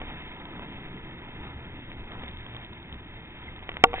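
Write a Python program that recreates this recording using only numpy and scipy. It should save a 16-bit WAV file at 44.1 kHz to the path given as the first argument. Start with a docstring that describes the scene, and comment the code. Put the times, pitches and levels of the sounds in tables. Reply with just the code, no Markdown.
"""Small wheels on asphalt

Small wheels roll along a path behind a trotting dog, with wind on the microphone. The rough surface
makes the frame rumble and rasp; grit ticks and snaps under the wheels, and one wheel chirps.
Near the end the frame rattles and takes one hard knock that overloads the narrow-band input."""
import sys
import numpy as np
from scipy import signal
from scipy.fft import rfft, irfft
from scipy.io import wavfile

SR = 44100
rng = np.random.default_rng(int(sys.argv[2]) if len(sys.argv) > 2 else 0)


def transcribe(u):
    """Save the signal u as a 16-bit wav file named by the first command-line argument.

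    u: samples, shape (n,) or (channels, n), limited to [-1, 1]; the rate is SR.
    q: integer samples, one column per channel.
    """
    v = np.clip(np.atleast_2d(u).T, -1, 1)
    q = np.round(v * 32767).astype(np.int16)
    wavfile.write(sys.argv[1], SR, q)


N = 176400
T = np.arange(N) / SR

# Noise spectra. Each row: frequency in Hz, relative density in dB.
WIND_SPECTRUM = [(12, -6.5), (24, 0), (36, -6), (50, -14.5), (70, -2.5), (95, -15), (150, -20),
                 (400, -42.5)]
RUMBLE_SPECTRUM = [(50, -16), (90, -3), (130, -3.5), (185, -1.5), (260, -4), (335, -4), (420, -12),
                   (600, -24), (1200, -56.5)]
GRIT_SPECTRUM = [(400, -12), (900, -3), (1500, -5), (2200, -1), (2850, -3.5), (3400, 11), (4200, -6)]
BODY_SPECTRUM = [(250, -12.5), (450, -0.5), (560, -3.5), (630, -3), (760, 0), (825, -2), (870, 3),
                 (930, -0.5), (1000, 4), (1060, -7), (1130, -5), (1190, -6.5), (1270, -0.5), (1400, -4.5),
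                 (1700, -11.5), (3000, -34.5)]
RASP_SPECTRUM = [(900, -28), (1450, -8.5), (1700, 1), (1950, 1), (2120, 4), (2290, -2.5), (2650, 0),
                 (2870, -7), (3100, -1.5), (3700, -2.5), (4200, -12.5)]
# Level curves. Each row: time in seconds, relative level in dB.
WIND_LEVELS = [(0, -45.5), (.4, -51.5), (1.1, -52), (1.5, -49), (1.83, -50.5), (1.97, -45.5), (2.2, -45),
               (2.85, -55), (2.96, -45.5), (3.05, -52.5), (3.6, -48.5), (4, -47)]
RUMBLE_LEVELS = [(0, -43.5), (.17, -44), (.33, -47.5), (.56, -42.5), (.72, -44), (.92, -43.5), (1.22, -47),
                 (1.42, -44.5), (1.62, -46.5), (2.1, -46), (2.23, -41.5), (2.36, -48.5), (2.9, -47),
                 (3.3, -48), (3.85, -47.5), (3.97, -45.5)]
GRIT_LEVELS = [(0, -47), (.4, -60.5), (1.8, -68), (2.05, -64), (2.25, -48.5), (2.5, -57), (3.2, -64),
               (4, -64)]
# Wheel drone. Each row: time in seconds, pitch in Hz, level in dB.
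DRONE_CURVE = [(0, 134.4, -61.5), (.6, 138, -61), (.92, 138.1, -53.5), (1.15, 132, -60), (1.45, 123.9, -54),
               (1.8, 124.2, -53), (2.02, 120.5, -58), (2.25, 116.2, -61), (2.55, 117.2, -46.5),
               (2.75, 114.4, -59), (3.0, 115.3, -57), (3.4, 114, -59.5), (4, 115, -56)]
# Larger bits of grit. Each row: start in seconds, initial level in dB.
GRIT_SNAPS = [(0.453, -27), (.563, -41), (1.917, -28), (2.118, -26), (2.195, -35), (2.235, -43),
              (2.286, -28), (2.311, -31), (2.429, -32), (2.464, -28), (2.565, -27.5), (2.647, -33),
              (2.731, -30.5), (2.828, -29.5), (2.926, -31), (2.942, -32.5), (3.561, -31), (3.592, -30.5),
              (3.741, -28.5)]
# Rolling effort. Each row: time in seconds, body level in dB, relative rasp level in dB.
ROLL_LEVELS = [(0, -46.5, -49), (.13, -46.5, -49), (.3, -51, -50.5), (.42, -47.5, -54), (.51, -47, -52.5),
               (.72, -49.5, -51), (1.0, -50.5, -53), (1.38, -51, -53), (1.46, -47.5, -52), (1.63, -50, -54),
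               (1.83, -53.5, -52.5), (2.03, -52, -55), (2.13, -46.5, -51), (2.27, -50.5, -53),
               (2.33, -52.5, -52.5), (2.6, -51.5, -52.5), (2.75, -53.5, -55), (3.2, -54, -53.5),
               (3.75, -51, -53.5)]
# Knocks on the frame. Each row: start in seconds, strength in dB, tilt in dB per octave,
# ring time factor, favoured frequency in Hz, its lift in dB.
FRAME_KNOCKS = [(.016, -33, -2, 1.4, 3050, 2.5), (.595, -38, -1.5, 0.37, 1270, 25),
                (2.236, -37, 1.5, 1, 900, 6), (2.548, -41.5, 2, 0.77, 1000, 9),
                (3.6915, -29.5, 3, 1.2, 2000, 4.5), (3.717, -43, 7.5, 0.66, 1400, 8),
                (3.7688, -35.5, 7, 0.47, 2010, 13), (3.8385, 2.5, -0.5, 0.98, 2300, 2),
                (3.932, -31, -2.5, 1.2, 1040, 18), (3.940, -27.5, -1.5, 1.3, 820, 16),
                (3.982, -37, -10, 0.74, 503, 7)]
# Frame modes. Each row: frequency in Hz, gain in dB, nominal T60 in seconds.
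FRAME_MODES = [(291, -39, 0.24), (473, -27.5, 0.31), (530, -15, 0.034), (605, -8, 0.017), (720, -9, 0.036),
               (768, -7.5, 0.05), (899, -9.5, 0.039), (1020, -22, .04), (1149, -4.5, 0.032),
               (1410, -8, 0.03), (2005, -7, 0.017), (2292, 3, 0.0095), (2400, -8.5, 0.0052),
               (2710, -10.5, 0.026), (3020, 0.5, 0.011)]


def from_db(db):
    """Decibels to gain."""
    return 10 ** (np.asarray(db) / 20)


def curves(rows):
    """Each value column, interpolated per sample."""
    times_s, *columns = np.transpose(rows)
    return [np.interp(T, times_s, column) for column in columns]


def coloured(excitation, spectrum):
    """Excitation filtered by a spectrum; rms 1."""
    hz, db = np.transpose(spectrum)
    bins_hz = np.maximum(np.arange(N // 2 + 1) * SR / N, 1)
    gain = from_db(np.interp(np.log(bins_hz), np.log(hz), db))
    return unit_rms(irfft(rfft(excitation) * gain, N))


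def unit_rms(x):
    """Scale to rms 1."""
    return x / np.sqrt(np.mean(x ** 2) + 1e-20)


def drift(rate_hz):
    """Low-passed random wander; rms 1."""
    bins_hz = np.arange(N // 2 + 1) * SR / N
    return unit_rms(irfft(rfft(rng.standard_normal(N)) / (1 + (bins_hz / rate_hz) ** 2), N))


def grains(per_s, spread_db):
    """Random clicks of uneven size and sign."""
    sizes = from_db(spread_db * np.minimum(rng.exponential(1, N), 4))
    return (rng.random(N) < per_s / SR) * sizes * rng.choice([-1, 1], N)


def ring(clicks, hz, t60_s):
    """Resonator: a unit click starts a decaying unit sine."""
    radius, step_rad = from_db(-60 / (t60_s * SR)), 2 * np.pi * hz / SR
    feedback = [1, -2 * radius * np.cos(step_rad), radius * radius]
    return signal.lfilter([0, np.sin(step_rad)], feedback, clicks + 1e-18)


def wind():
    """Lumpy buffeting on the microphone."""
    level_db, = curves(WIND_LEVELS)
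    return from_db(level_db + 4 + 0.96 * drift(6)) * coloured(rng.standard_normal(N), WIND_SPECTRUM)


def rumble():
    """Bumps in the path make a low rumble."""
    level_db, = curves(RUMBLE_LEVELS)
    return from_db(level_db - 1 + 0.57 * drift(13)) * coloured(rng.standard_normal(N), RUMBLE_SPECTRUM)


def wheel_drone():
    """The wheels hum, wavering in pitch and level."""
    hz, level_db = curves(DRONE_CURVE)
    phase = 2 * np.pi * np.cumsum(hz * (1 + 0.0309 * drift(15.2))) / SR
    return from_db(level_db + 2.7 * drift(10)) * np.sqrt(2) * np.sin(phase)


def wheel_chirp(centre_s=3.485, hz=2070, half_width_s=0.0056, peak_db=-35.5):
    """A wheel squeaks for an instant."""
    envelope = from_db(peak_db) * np.exp(-((T - centre_s) / half_width_s) ** 2)
    phase = 2 * np.pi * np.cumsum(hz * (1 + 0.022 * drift(150))) / SR
    return envelope * np.sin(phase)


def grit_ticks():
    """Loose grit ticks under the wheels."""
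    level_db, = curves(GRIT_LEVELS)
    return from_db(level_db) * coloured(grains(per_s=100, spread_db=5), GRIT_SPECTRUM)


def grit_snaps(t60_s=0.008):
    """Each crushed bit of grit gives a short crackle."""
    envelope = np.zeros(N)
    for start_s, db in GRIT_SNAPS:
        envelope += from_db(db - 60 * np.maximum(T - start_s, 0) / t60_s) * (T >= start_s)
    return envelope * coloured(rng.standard_normal(N), GRIT_SPECTRUM)


def rolling(swell_start_s=3.93, swell_rise_s=0.033, swell_db=-38.5):
    """Dense asphalt impacts shake the frame: a midrange body, and a rasp that swells at the end."""
    body_db, rasp_db = curves(ROLL_LEVELS)
    surface_db = drift(25)
    body = coloured(grains(per_s=2500, spread_db=2.5), BODY_SPECTRUM)
    rasp = coloured(grains(per_s=9000, spread_db=2), RASP_SPECTRUM)
    swell = from_db(swell_db) * np.clip((T - swell_start_s) / swell_rise_s, 0, 1)
    rasp_gain = from_db(rasp_db + 6 + surface_db) + swell
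    return from_db(body_db + surface_db) * body + rasp_gain * rasp


def frame_knocks(chatter_db=-34, chatter_t60_s=0.018, lift_width_oct=0.14, radiation_cutoff_hz=258):
    """Each knock and its brief chatter ring the frame's modes; the spot struck favours some."""
    ringing, length = np.zeros(N + SR), SR // 2
    chatter_envelope = from_db(chatter_db - 60 * T[:length] / chatter_t60_s)
    for start_s, strength_db, tilt_db_per_oct, ring_factor, favoured_hz, lift_db in FRAME_KNOCKS:
        force = chatter_envelope * grains(per_s=1200, spread_db=6)[:length]
        force[0] = 1  # the knock itself
        start = int(start_s * SR)
        for hz, mode_db, t60_s in FRAME_MODES:
            tilt_db = tilt_db_per_oct * np.log2(hz / 1200)
            spot_db = lift_db * np.exp(-(np.log2(hz / favoured_hz) / lift_width_oct) ** 2)
            gain = from_db(strength_db + mode_db + tilt_db + spot_db)
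            ringing[start:start + length] += gain * ring(force, hz, t60_s * ring_factor)
    highpass = signal.butter(1, radiation_cutoff_hz, "high", fs=SR, output="sos")
    return signal.sosfilt(highpass, ringing[:N])


def scene():
    """One microphone feeds both channels."""
    mono = rolling() + grit_ticks() + wheel_drone() + rumble() + wind()
    mono += frame_knocks() + grit_snaps() + wheel_chirp()
    return np.tile(mono, (2, 1))


def record(dry, input_limit=1.1, band_hz=3800, left_lag_s=0.000125, cutoff_hz=15500):
    """Input overload, band limit, left-channel lag, second clip, final low-pass."""
    band_filter = signal.ellip(10, 0.3, 80, band_hz, fs=SR, output="sos")
    left, right = signal.sosfilt(band_filter, np.clip(dry, -input_limit, input_limit))
    stereo = np.array([np.interp(T - left_lag_s, T, left), right])
    lowpass = signal.cheby2(12, 70, cutoff_hz, fs=SR, output="sos")
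    return signal.sosfilt(lowpass, np.clip(stereo, -1, 1))


dry = scene()
out = record(dry)
transcribe(out)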